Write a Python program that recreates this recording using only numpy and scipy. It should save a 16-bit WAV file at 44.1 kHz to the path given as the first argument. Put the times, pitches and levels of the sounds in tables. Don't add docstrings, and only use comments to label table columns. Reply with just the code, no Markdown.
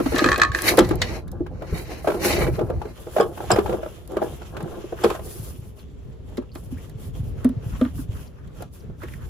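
import sys
import numpy as np
from scipy import signal
from scipy.fft import rfft, irfft, next_fast_len
from scipy.io import wavfile
from scipy.ndimage import uniform_filter1d, map_coordinates

SR = 44100
rng = np.random.default_rng(int(sys.argv[2]) if len(sys.argv) > 2 else 0)


def generate_wav(signal):
    frames = np.transpose(np.atleast_2d(signal))
    scaled = np.clip(frames, -1, 1) * 32767
    pcm = np.round(scaled).astype(np.int16)
    wavfile.write(sys.argv[1], SR, pcm)


N = 409688
TIME = np.arange(N) / SR
AGE = TIME[:SR // 3]


def undb(db):
    return 10 ** (np.asarray(db) / 20)


def unit(x):
    return x / np.sqrt(np.mean(x ** 2))


def burst(x):
    return x / np.sqrt(np.sum(x ** 2) / len(x) / (SR / 50))


def add(out, s, x):
    i = int(s * SR)
    x, i = x[:, max(-i, 0):], max(i, 0)
    out[:, i:i + x.shape[1]] += x[:, :N - i]


def later(x, s):
    return np.pad(x, ((0, 0), (int(s * SR), 0)))[:, :len(AGE)]


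def curve(rows):
    times, *columns = np.transpose(rows)
    inside = uniform_filter1d(1. * ((TIME >= times[0]) & (TIME <= times[-1])), SR // 25)
    return np.array([inside * undb(np.interp(TIME, times, db)) for db in columns])


def stroke(start, length):
    ease_s = .054 * length
    attack = 1 + np.tanh((TIME - start) / (.0073 + ease_s))
    release = 1 - np.tanh((TIME - start - length) / (.02 + ease_s))
    return attack * release / 4


def onset(rise_s):
    return 1 - np.exp(-(AGE / rise_s) ** 2)


def fade(t60_s):
    return np.exp(-np.log(1000) * AGE / t60_s)


def swell(rise_s):
    return (AGE / rise_s * np.exp(1 - AGE / rise_s)) ** 2


def noise(size, width):
    mid, side = rng.standard_normal((2, size))
    return np.array([mid + width * side, mid - width * side])


def walk(rate_hz):
    step = max(int(SR / rate_hz), 1)
    stairs = np.repeat(rng.standard_normal(N // step + 1), step)
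    return unit(uniform_filter1d(stairs, step)[:N])


def colour(x, spectrum):
    hz, db = np.transpose(spectrum)
    size = 4096
    grid = np.maximum(np.fft.rfftfreq(size, 1 / SR), 1)
    cepstrum = irfft(np.log(undb(np.interp(np.log(grid), np.log(hz), db))))
    cepstrum[1:size // 2] *= 2
    cepstrum[size // 2 + 1:] = 0
    response = irfft(np.exp(rfft(cepstrum)))
    return signal.fftconvolve(x, response[None], axes=1)[:, :x.shape[1]]


def splash(spectrum, t60_s, rise_s, width, tail_db):
    envelope = onset(rise_s) * (fade(t60_s) + undb(tail_db) * fade(3 * t60_s))
    return burst(colour(noise(len(AGE), width) * envelope, spectrum))


def ring(modes, scatter_db, spread_rad, detune=0, lead_s=0):
    out = 0
    for (hz, db, t60_s), (size, lag, tune, sign) in zip(modes, rng.standard_normal((len(modes), 4))):
        stereo_rad = (spread_rad * lag + np.pi * hz * lead_s) * np.array([[1], [-1]])
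        phase = 2 * np.pi * hz * (1 + detune * tune) * AGE + stereo_rad
        out = out + np.sign(sign) * undb(db + scatter_db * size) * fade(t60_s) * np.sin(phase)
    return out


def struck_near(modes, pitch_hz, db_per_oct):
    return [(hz, db - db_per_oct * abs(np.log2(hz / pitch_hz)), t60_s) for hz, db, t60_s in modes]


def drum(hz, rise_s, skew_rad):
    return swell(rise_s) * np.sin(2 * np.pi * hz * AGE + skew_rad / 2 * np.array([[1], [-1]]))


def resonate(x, response):
    return signal.fftconvolve(x, response / np.sqrt(np.sum(response ** 2) / 2), axes=1)[:, :N]


def bend(x, ratio):
    position = np.cumsum(ratio) % (N - 1)
    return np.array([map_coordinates(side, [position], order=2) for side in x])


def flexing():
    return 1 + .03 * walk(22)


def friction(slip_hz, scatter_db, jerk_db, jerk_hz, smooth, width):
    sizes = (rng.random(N) < slip_hz / SR) * undb(scatter_db * np.minimum(rng.exponential(size=N), 4))
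    slips = unit(sizes * np.tanh(noise(N, width)))
    rush = smooth * noise(N, width)
    return (slips + rush) * undb(jerk_db * np.clip(walk(jerk_hz), -2, 2))


def scraping(spectrum, slip_hz):
    slips = friction(slip_hz, scatter_db=1, jerk_db=2, jerk_hz=60, smooth=.98, width=.91)
    rasp = colour(slips, spectrum)
    weights = np.array([undb(5 * walk(18)) for _ in range(4)])
    weights = weights / np.sqrt(np.sum(weights ** 2, axis=0))
    ragged = sum(weight * resonate(rasp, noise(len(AGE), .75) * fade(.0048)) for weight in weights)
    return unit(rasp + undb(-1.5) * ragged)


# (time [s], relative level [dB])
AIR_LEVELS = [(0.0, -33), (0.8, -44), (0.93, -30), (1.99, -42), (2.53, -30.5), (3.0, -46.5), (3.28, -49.5),
              (3.65, -31), (3.83, -45), (6.49, -42.5), (7.63, -33), (7.79, -36), (8.41, -41), (9.29, -40)]
# (frequency [Hz], level [dB])
BUFFET_SPECTRUM = [(18, -31.5), (32, -14), (48, 0.5), (65, 2), (100, -2), (140, -5), (200, -12), (300, -17),
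                   (500, -68)]
OUTDOOR_SPECTRUM = [(60, -11), (110, -3), (250, -23.5), (400, -6.5), (800, -26), (1500, -33.5), (4000, -42),
                    (8000, -52), (14000, -59.5)]


def air(shell_gain):
    calm, = curve(AIR_LEVELS)
    buffet = unit(colour(noise(N, .53), BUFFET_SPECTRUM) * undb(2.5 * walk(16)))
    background = unit(colour(noise(N, .81), OUTDOOR_SPECTRUM)) * undb(3.5 * walk(6.5))
    return (undb(3.5) * calm + undb(-9.5) * shell_gain) * buffet + undb(-48) * background


# (time [s], shell [dB], card [dB], hiss [dB])
SLEEVE_SLIDE = [
    [(0, -45, -44.5, -46.5), (.11, -36, -39, -41.5), (.16, -24, -30, -44), (.32, -30, -36, -45),
     (.4, -32, -49.5, -54), (.51, -43, -49.5, -70.5)],
    [(.54, -34.5, -36, -44), (.62, -30.5, -37, -39.5), (.69, -22, -15.5, -19.5), (.745, -26, -41.5, -37),
     (.82, -22.5, -39.5, -45), (.98, -35, -50.5, -61.5), (1.04, -38, -36.5, -52),
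     (1.17, -30.5, -40.5, -47.5), (1.25, -65, -75, -81)],
    [(1.51, -45, -68, -93), (1.65, -38, -55, -60), (1.78, -33.5, -38, -45.5), (1.86, -47, -49.5, -55),
     (1.92, -34, -40, -44.5), (2.05, -43, -59, -62)],
    [(2.04, -41, -49, -47), (2.19, -35, -47, -52), (2.25, -24, -27.5, -26.5), (2.33, -27, -26.5, -29),
     (2.39, -23.5, -34.5, -40), (2.42, -22.5, -35, -39.5), (2.48, -25.5, -48, -49), (2.51, -41.5, -58, -50),
     (2.56, -34, -44, -48), (2.6, -36.5, -61, -62), (2.75, -34.5, -59.5, -69), (2.93, -49, -55, -57)],
]
# (start [s], length [s], level [dB])
TOOL_SLIDES = [(1.236, 0.18, -42.5), (3.187, 0.12, -35), (3.376, 0.4, -43), (3.633, 0.18, -34.5),
               (4.092, 0.21, -38), (4.517, 0.27, -39), (5.033, 0.16, -36)]
# (start [s], length [s], scrape [dB], hiss [dB])
GLOVE_RUBS = [(2.958, 0.26, -50, -51.5), (3.11, 0.11, -54, -48), (3.24, 0.092, -66, -53),
              (3.344, 0.29, -48.5, -46.5), (3.633, 0.12, -48.5, -51.5), (3.76, 0.31, -58, -58.5),
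              (4.086, 0.15, -57, -59), (4.22, 0.13, -50.5, -46.5), (4.354, 0.78, -55.5, -60.5),
              (4.976, 0.22, -49.5, -50), (5.221, 0.3, -53.5, -40.5), (5.54, 0.17, -61, -54.5),
              (5.769, 0.048, -55, -56.5), (6.272, 0.12, -59.5, -68), (6.54, 0.13, -62, -50),
              (6.713, 0.032, -54.5, -54), (6.775, 0.12, -58.5, -60), (6.987, 0.1, -58, -53),
              (7.144, 0.062, -52, -54), (7.237, 0.068, -60, -58), (7.377, 0.11, -64, -64),
              (7.633, 0.29, -56, -59), (7.943, 0.082, -56, -46.5), (8.108, 0.17, -59.5, -57),
              (8.556, 0.089, -56, -60), (8.73, 0.077, -68.5, -56), (8.983, 0.19, -59, -60),
              (9.216, 0.13, -61.5, -60)]


def handling():
    shell, card, hiss = sum(curve(segment) for segment in SLEEVE_SLIDE)
    grip = stroke(start=2.7, length=TIME[-1])
    glove = undb(-68) * grip
    hiss = hiss + undb(-77) * grip
    for start, length, scrape_db, hiss_db in GLOVE_RUBS:
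        rub = stroke(start, length)
        glove = glove + undb(scrape_db) * rub
        hiss = hiss + undb(hiss_db) * rub
    sliding = sum(undb(db) * stroke(start, length) for start, length, db in TOOL_SLIDES)
    return shell + sliding + undb(3.5) * glove, card, glove, hiss


# (frequency [Hz], level [dB], t60 [s])
SHELL_MODES = [(203.3, -5, 0.17), (301, -14.5, 0.039), (346.4, -1, 0.13), (391.2, -0.5, 0.087),
               (442, -1.5, 0.086), (520, -4.5, 0.094), (601.2, -2, 0.09), (644.6, -13.5, 0.12),
               (728.5, -2.5, 0.054), (818, -4.5, 0.061)]
RIB_MODES = [(870, -5, 0.044), (983, -8, 0.22), (1053, 0, 0.072), (1166, -0.5, 0.089), (1301, 0.5, 0.083),
             (1362, -4.5, 0.077), (1550, -1, 0.036), (1656, -3, 0.035), (1760, -16.5, 0.066)]
# (frequency [Hz], level [dB])
DRONE_SPECTRUM = [(120, -24), (230, -9), (340, 6.5), (430, 0), (520, 2), (620, -3), (900, -9.5),
                  (1300, -20.5), (2200, -48.5)]


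def shell_drone():
    judder = friction(slip_hz=580, scatter_db=1.5, jerk_db=3.5, jerk_hz=40, smooth=.44, width=.38)
    shell = ring(SHELL_MODES, scatter_db=1, spread_rad=.51, lead_s=.000073)
    hollow = unit(bend(resonate(judder, shell), flexing()))
    drone = unit(unit(colour(judder, DRONE_SPECTRUM)) + undb(-5) * hollow)
    loose = friction(slip_hz=130, scatter_db=2.5, jerk_db=1.5, jerk_hz=11, smooth=0, width=.5)
    rattle = unit(resonate(loose, ring(RIB_MODES, scatter_db=1, spread_rad=1)))
    return drone + undb(-16) * rattle


# (frequency [Hz], level [dB])
CARD_SPECTRUM = [(530, -19), (900, 2), (1420, -3), (1900, 0.5), (2900, -3), (3400, -7), (3900, -3),
                 (5000, -9.5), (8200, -13.5), (11700, -35)]
# (frequency [Hz], level [dB], t60 [s])
SLEEVE_MODES = [(955, -6.5, .02), (1250, -8, .025), (1950, 4, 0.038), (2290, 1.5, 0.027), (2980, -5, 0.053),
                (3760, -0.5, 0.035), (4330, -2.5, .035), (4620, -7.5, .03), (5630, -9, .02),
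                (7150, -9, 0.012)]


def sleeve_rasp():
    slips = friction(slip_hz=700, scatter_db=3, jerk_db=2.5, jerk_hz=110, smooth=.35, width=1)
    ringing = unit(resonate(slips, ring(SLEEVE_MODES, scatter_db=1, spread_rad=.83)))
    rasp = scraping(CARD_SPECTRUM, slip_hz=1965)
    climb = 1 + .02 * TIME
    return unit(rasp + undb(-2.5) * bend(ringing, flexing() * climb))


# (frequency [Hz], level [dB])
HISS_SPECTRUM = [(2500, -18), (4500, -2.5), (7000, -2.5), (9000, 3.5), (11000, 2.5), (13500, 3),
                 (15500, -5)]
GLOVE_SPECTRUM = [(700, -7.5), (1100, 3), (1450, 2), (2100, -3), (2900, 0.5), (4100, 1), (5200, -7),
                  (7500, -7), (11000, -30)]


def surface_rub(glove_gain, hiss_gain):
    pressure = undb(2.2 * np.clip(walk(12), -2.5, 1.2))
    fine_slips = friction(slip_hz=12000, scatter_db=5.5, jerk_db=2, jerk_hz=44, smooth=.83, width=1)
    hiss = unit(colour(fine_slips, HISS_SPECTRUM))
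    rasp = scraping(GLOVE_SPECTRUM, slip_hz=840)
    grip_shift = 1 + .04 * np.clip(walk(14), -2, 2)
    return pressure * (glove_gain * bend(rasp, grip_shift) + hiss_gain * hiss)


# (frequency [Hz], level [dB])
SCUFF_SPECTRUM = [(450, -15), (900, 3.5), (1300, 4.5), (1900, -3.5), (2400, -13.5), (4000, -20.5),
                  (8000, -38.5)]
CLATTER_SPECTRUM = [(500, -19), (800, 6.5), (1020, -1), (1250, -1), (1450, -2), (1620, -2.5), (2000, -15.5),
                    (3200, -31)]
CRACK_SPECTRUM = [(1200, -22), (2200, 6), (3400, 0), (5000, -7), (8000, -12), (15000, -15.5)]
GRAZE_S, GIVE_S = .008, .0028


def blow(pitch_hz, hardness_db):
    held = onset(GIVE_S) * fade(.3)
    modes = struck_near(SHELL_MODES, pitch_hz, db_per_oct=9)
    shell = ring(modes, scatter_db=3.5, spread_rad=.55, detune=.04)
    panel = drum(pitch_hz, rise_s=2.2 / pitch_hz, skew_rad=.5 * rng.standard_normal())
    note = undb(-4.5) * burst(panel) + undb(-3.3) * burst(held * shell)
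    touch, retouch = (burst(held * ring(RIB_MODES, scatter_db=4.5, spread_rad=.76, detune=.02))
                      for _ in range(2))
    ribs = undb(-18) * (touch + undb(-3.5) * later(retouch, .014 * rng.uniform(.6, 1.4)))
    clatter = undb(-13) * splash(CLATTER_SPECTRUM, t60_s=.026, rise_s=GIVE_S, width=.73, tail_db=-16.5)
    crack = undb(-22.5) * splash(CRACK_SPECTRUM, t60_s=.052, rise_s=GIVE_S, width=1, tail_db=-19.5)
    graze = undb(-27) * splash(SCUFF_SPECTRUM, t60_s=.023, rise_s=GRAZE_S, width=.6, tail_db=-19.5)
    clatter_gain = undb(.73 * hardness_db)
    hit = note + clatter_gain * (ribs + clatter) + undb(hardness_db) * crack
    return clatter_gain * graze + later(hit, GRAZE_S)


# (time [s], level [dB], panel pitch [Hz], hardness [dB])
SHELL_KNOCKS = [(.001, -17.5, 294, -2.5), (.06, -21.5, 303, 3.5), (.12, -22.5, 470, -3), (.143, -26, 345, 4),
                (.218, -21, 378, -11), (.243, -24, 450, -1), (.255, -23, 315, 4), (.289, -22.5, 480, -3),
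                (.313, -23, 408, 2), (.811, -17, 266, -15), (.909, -18, 322, -0.5), (1.406, -22, 300, -36.5),
                (1.464, -37, 346, 5), (1.621, -30.5, 550, 1), (1.725, -32, 410, -6), (2.045, -28.5, 656, -1),
                (2.102, -25, 620, 5), (2.118, -26.5, 399, 4.5), (2.144, -24, 367, -1.5),
                (2.419, -23.5, 398, 0), (2.44, -34, 603, -4), (2.466, -20.5, 392, -4),
                (2.484, -22, 335, -23), (2.583, -25.5, 423, -15), (2.591, -26, 620, 3.5),
                (2.611, -18, 414, -11), (2.7, -23.5, 507, -5), (2.816, -31.5, 890, 4.5),
                (2.853, -31.5, 424, -3), (3.069, -32.5, 450, -6), (3.183, -21, 716, 1), (3.209, -22, 696, 0),
                (3.226, -26, 536, 4), (3.26, -30, 450, -13), (3.375, -38.5, 800, 11),
                (3.404, -26.5, 785, -3), (3.441, -35.5, 780, -5), (3.511, -22.5, 1510, 6),
                (3.523, -22.5, 770, 1), (3.543, -27, 595, 3), (3.56, -21.5, 510, 8), (3.574, -27, 710, 2.5),
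                (3.586, -13, 398, -2.5), (3.66, -28.5, 820, 7), (3.694, -22, 505, -1),
                (3.726, -26.5, 536, 3.5), (3.741, -21.5, 421, -10), (3.831, -30, 610, 1),
                (3.86, -29.5, 584, -3), (4.168, -18.5, 391, -2), (4.417, -38.5, 680, 8.5),
                (4.567, -36.5, 368, 15), (4.604, -31.5, 430, 4), (4.657, -29.5, 357, -19),
                (4.842, -31, 355, -26), (4.924, -26, 478, -8), (5.058, -21.5, 422, -18),
                (5.101, -24, 520, 10), (5.111, -27.5, 424, 0), (5.149, -33, 630, 7), (5.163, -42, 650, 6),
                (5.193, -36.5, 640, 4), (6.322, -54, 900, -2), (6.38, -26.5, 365, -6),
                (6.422, -41.5, 418, 0), (6.555, -36, 280, 4.5), (7.451, -28, 477, -15),
                (7.819, -30, 470, -14), (8.605, -38.5, 518, 0), (8.623, -37, 690, 0), (8.897, -41, 392, -12),
                (9.033, -34, 333, -1)]
# (time [s], edge [dB], fall [s], landing [dB], panel pitch [Hz], hardness [dB])
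TOOL_TOPPLES = [(.781, -10.5, 0.0077, -9, 321, 3), (2.073, -14.5, .009, -15, 421, -3),
                (3.165, -17, .034, -11.5, 400, -4), (3.504, -17, .012, -16, 442, 7),
                (4.217, -22, .008, -19, 457, -9), (5.038, -22, 0.0055, -14.5, 450, 5.5)]


def shell_knocks():
    blows = list(SHELL_KNOCKS)
    for s, edge_db, fall_s, landing_db, hz, hardness_db in TOOL_TOPPLES:
        edge = (s, edge_db, hz * 1.602, hardness_db + 2.5)
        landing = (s + fall_s, landing_db, hz, hardness_db)
        bounce = (s + fall_s + .015, landing_db - 10, hz, hardness_db - 6)
        blows += [edge, landing, bounce]
    out = np.zeros((2, N))
    for s, db, hz, hardness_db in blows:
        add(out, s - GRAZE_S - GIVE_S / 2, undb(db) * blow(hz, hardness_db))
    return out


# (time [s], peak [dB], pitch [Hz])
PANEL_BUMPS = [(0.061, -16.5, 270), (.141, -13.5, 288), (.218, -12, 300), (.256, -12.5, 276),
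               (0.495, -18.5, 99), (.803, -14, 247), (1.026, -20, 83), (1.724, -14.5, 68.6),
               (1.733, -19, 160), (2.405, -21, 160), (2.63, -17, 114), (3.529, -14.5, 115),
               (4.631, -20, 153), (5.395, -25.5, 114), (5.045, -23.5, 236), (5.589, -27, 100),
               (6.381, -20.5, 253), (6.722, -24, 258), (6.949, -22.5, 117), (7.198, -18, 101),
               (7.27, -23, 91), (7.565, -18, 126), (7.662, -16, 106), (7.86, -25, 286), (7.989, -23, 270),
               (8.09, -14.5, 86), (8.89, -24, 150)]


def panel_bumps():
    out = np.zeros((2, N))
    for s, db, hz in PANEL_BUMPS:
        add(out, s, undb(db) * drum(hz, rise_s=.0069, skew_rad=.45))
    return out


# (frequency [Hz], level [dB], t60 [s])
WHEEL_MODES = [(1116, -3, 0.27), (1234, -3, 0.22), (1360, -4.5, 0.046), (1588, -2.5, .1), (1672, 2, 0.07),
               (1765, 2.5, 0.13), (1910, -5.5, 0.093), (2410, -6.5, .1), (2528, -5.5, 0.079),
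               (3230, -5.5, 0.026), (4000, -5.5, 0.031), (4290, -6.5, 0.042), (6260, -10.5, 0.032),
               (7920, -10, 0.037)]
# (frequency [Hz], level [dB])
SNAP_SPECTRUM = [(900, -6), (1400, -7.5), (1800, 3.5), (2700, -13), (3900, -2.5), (5500, -11.5),
                 (7700, -12), (11000, -31.5)]
# (time [s], level [dB])
WHEEL_DRAG = [(.11, -40.5), (.18, -29), (.33, -32), (.445, -27.5), (.47, -53.5), (.535, -55), (.58, -30.5),
              (.65, -34.5)]
WHEEL_CATCHES = [(0.16, -25), (.191, -21), (0.2413, -18), (0.2594, -23), (0.275, -30), (.287, -20.5),
                 (.316, -18.5), (0.328, -25.5), (.341, -26.5), (0.3585, -26), (.397, -24), (0.4159, -10.5),
                 (0.4329, -18), (0.448, -27.5), (.517, -31.5), (0.5469, -21), (0.5868, -28.5)]


def wheel_scrape():
    drag, = curve(WHEEL_DRAG)
    slips = unit(friction(slip_hz=330, scatter_db=4, jerk_db=2, jerk_hz=80, smooth=.1, width=.62))
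    alloy = resonate(drag * slips, ring(WHEEL_MODES, scatter_db=-.5, spread_rad=.33))
    crackle = drag * bend(colour(slips, SNAP_SPECTRUM), flexing())
    out = undb(-3) * alloy + undb(-8) * crackle
    damped = onset(.0023) * (fade(.014) + undb(-19.5))
    strongest_db = max(db for _, db in WHEEL_CATCHES)
    for s, db in WHEEL_CATCHES:
        hz = 1550 * 2 ** (.3 * rng.standard_normal())
        modes = struck_near(WHEEL_MODES, hz, db_per_oct=.25 * (strongest_db - db))
        clang = ring(modes, scatter_db=3.5, spread_rad=.4, detune=.006)
        crack = splash(SNAP_SPECTRUM, t60_s=.027, rise_s=.0011, width=.75, tail_db=-21)
        add(out, s, undb(db) * (burst(damped * clang) + undb(-9) * crack))
    return out


# (time [s], snap [dB], fizz [dB])
DRY_TICKS = [(0.1534, -37, -39), (0.181, -25.5, -35), (0.378, -35, -37), (0.619, -40, -29),
             (0.772, -29.5, -30), (0.7873, -21.5, -25), (0.844, -39, -60), (.889, -41.5, -40),
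             (0.955, -59, -43), (1.0152, -21, -42), (1.024, -36, -50), (1.036, -41, -58), (1.278, -57, -57),
             (1.3155, -61, -50.5), (4.075, -64, -50.5), (4.118, -72, -55), (4.627, -59, -53),
             (5.1, -55, -51), (6.37, -44, -52), (6.551, -49.5, -51), (6.8952, -59.5, -56),
             (8.164, -59, -65), (8.473, -63, -67), (8.622, -54, -47)]


def dry_ticks():
    out = np.zeros((2, N))
    for s, snap_db, fizz_db in DRY_TICKS:
        snap = splash(SNAP_SPECTRUM, t60_s=.016, rise_s=.0098, width=.51, tail_db=-26.5)
        fizz = splash(HISS_SPECTRUM, t60_s=.012, rise_s=.001, width=1, tail_db=-17.5)
        add(out, s, undb(snap_db) * snap + undb(fizz_db) * fizz)
    return out


# (time [s], level [dB], pitch [Hz])
SLEEVE_SNAGS = [(.663, -28, 2400), (.675, -22, 4100), (.689, -27, 4100), (1.016, -25, 3800),
                (2.279, -34, 4100), (2.323, -33.5, 4000), (2.362, -33, 2300), (2.411, -30.5, 2350),
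                (2.424, -31.5, 2200), (2.439, -37, 2350), (2.472, -37.5, 2170)]


def sleeve_snags():
    out = np.zeros((2, N))
    for s, db, hz in SLEEVE_SNAGS:
        modes = struck_near(SLEEVE_MODES, hz, db_per_oct=17)
        card = ring(modes, scatter_db=3, spread_rad=.77, detune=.0091)
        rip = noise(len(AGE), .55) * swell(.004)
        add(out, s, undb(db) * burst(resonate(rip, card)))
    return out


# (frequency [Hz], level [dB], t60 [s])
STEEL_MODES = [(3180, -9.5, 0.061), (3300, -6, 0.07), (4270, -15, 0.026), (4690, -9, 0.038),
               (5130, -10, 0.033), (5130, -3, 0.058), (7321, -4, 0.029), (7780, 2, 0.03),
               (8040, -0.5, 0.028), (10550, 0, 0.053)]
# (time [s], level [dB], pitch [Hz])
TOOL_CLINKS = [(0.7905, -26, 3340), (3.206, -34.5, 3250), (3.516, -21, 6470), (5.037, -33, 3260)]


def tool_clinks():
    out = np.zeros((2, N))
    for s, db, hz in TOOL_CLINKS:
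        chatter = (1 + 1.2 * walk(600)[:len(AGE)]) * (1 - np.exp(-AGE / .001))
        modes = struck_near(STEEL_MODES, hz, db_per_oct=9)
        steel = ring(modes, scatter_db=1.5, spread_rad=.6, detune=.005)
        add(out, s, undb(db) * burst(chatter * steel))
    return out


def wheel_tap(time_s=3.204, level_db=-25.5):
    out = np.zeros((2, N))
    modes = struck_near(WHEEL_MODES, pitch_hz=1140, db_per_oct=43)
    alloy = ring(modes, scatter_db=-1.5, spread_rad=.37, detune=.013)
    add(out, time_s, undb(level_db) * burst(alloy * fade(.27)))
    return out


# (start [s], length [s], level [dB])
RIM_SCUFFS = [(4.976, 0.086, -44), (6.287, 0.11, -66), (7.377, 0.047, -51.5), (7.437, 0.033, -43),
              (7.618, .025, -48), (7.719, .045, -45.5), (7.795, .02, -42), (7.835, 0.038, -41),
              (7.98, 0.019, -43), (8.151, 0.043, -48), (8.328, 0.21, -60.5), (8.558, 0.069, -54.5),
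              (8.752, 0.28, -67), (9.015, 0.034, -41), (9.06, .09, -61), (9.182, 0.068, -51)]


def rim_scuffs():
    jerks = unit(undb(3.5 * np.clip(walk(170), -2, 2)))
    strokes = sum(undb(db) * stroke(start, length) for start, length, db in RIM_SCUFFS)
    return strokes * jerks * scraping(SCUFF_SPECTRUM, slip_hz=400)


# (time [s], level [dB], pitch [Hz])
FINGER_SQUEAKS = [(5.79, -59, 4000), (6.488, -65, 2950), (6.514, -58.5, 4130), (6.769, -55, 1805),
                  (6.779, -59, 2100), (8.268, -61.5, 4700), (8.795, -63, 5280)]


def finger_squeaks(glide_per_s=1.4, roughness=.11):
    out = np.zeros((2, N))
    for s, db, hz in FINGER_SQUEAKS:
        grip = np.abs(walk(500)[:len(AGE)])
        pitch_hz = hz * (1 + glide_per_s * AGE + roughness * walk(900)[:len(AGE)])
        tone = np.sin(2 * np.pi * np.cumsum(pitch_hz) / SR)
        add(out, s, undb(db) * burst(swell(.0068) * grip * tone[None]))
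    return out


# (time [s], snap [dB], fizz [dB], lid [dB], rebound delay [s])
LATCH_RELEASES = [(7.444, -32, -41, -7.5, .046), (7.811, -25.5, -51, -9.5, 0.037)]
# (frequency [Hz], level [dB])
LATCH_SPECTRUM = [(450, 2.5), (620, 7.5), (820, -15), (1200, -1), (1800, -9.5), (2600, -17.5), (3600, -16),
                  (6000, -44), (10000, -44)]


def latches(rebound_db=-12, lid_lag_s=.004):
    out = np.zeros((2, N))
    lid = drum(hz=251, rise_s=.01, skew_rad=0)
    for release_s, snap_db, fizz_db, lid_db, rebound_s in LATCH_RELEASES:
        for s, db in ((release_s, 0), (release_s + rebound_s, rebound_db)):
            snap = splash(LATCH_SPECTRUM, t60_s=.018, rise_s=GIVE_S, width=.32, tail_db=-16)
            fizz = splash(HISS_SPECTRUM, t60_s=.024, rise_s=.001, width=1, tail_db=-27)
            add(out, s, undb(db + snap_db) * snap + undb(db + fizz_db) * fizz)
            add(out, s + lid_lag_s, undb(db + lid_db) * lid)
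    return out


# (time [s], level [dB], pitch [Hz])
HINGE_CREAKS = [(9.0327, -45, 1840), (9.0603, -64, 2250), (9.083, -47.5, 2040), (9.121, -55, 2000),
                (9.136, -46, 1860)]


def hinge_creaks():
    out = np.zeros((2, N))
    for s, db, hz in HINGE_CREAKS:
        spectrum = [(hz / 2, -24), (hz, 0), (hz * 2, -28)]
        add(out, s, undb(db) * splash(spectrum, t60_s=.029, rise_s=.00087, width=.43, tail_db=-20))
    return out


def scene():
    shell_gain, card_gain, glove_gain, hiss_gain = handling()
    near = shell_gain * shell_drone() + card_gain * sleeve_rasp() + surface_rub(glove_gain, hiss_gain)
    near += shell_knocks() + panel_bumps() + wheel_scrape() + dry_ticks() + sleeve_snags()
    near += tool_clinks() + wheel_tap() + rim_scuffs() + finger_squeaks() + latches() + hinge_creaks()
    echoes = noise(len(AGE), .27) * fade(.14) * (1 - np.exp(-AGE / .0056))
    scatter = colour(echoes, [(200, 1.5), (1000, 3), (4000, -1), (14000, -18)])
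    return near + undb(-18) * resonate(near, scatter) + air(shell_gain)


def widen(x, above_hz=7900, delay_s=.000292):
    size = next_fast_len(N + SR // 10)
    hz = np.fft.rfftfreq(size, 1 / SR)
    share = .95 / (1 + (above_hz / np.maximum(hz, 1)) ** 30)
    sides = rfft(x, size)
    crossfeed = share * np.exp(-2j * np.pi * hz * delay_s) * sides[::-1]
    return irfft((sides + crossfeed) / np.hypot(1, share), size)[:, :N]


def record(dry):
    wide = widen(dry)
    rounded = wide / (1 + wide ** 4) ** (1 / 4)
    return signal.sosfilt(signal.ellip(8, .2, 70, 15700, fs=SR, output="sos"), rounded)


dry = scene()
out = record(dry)
generate_wav(out)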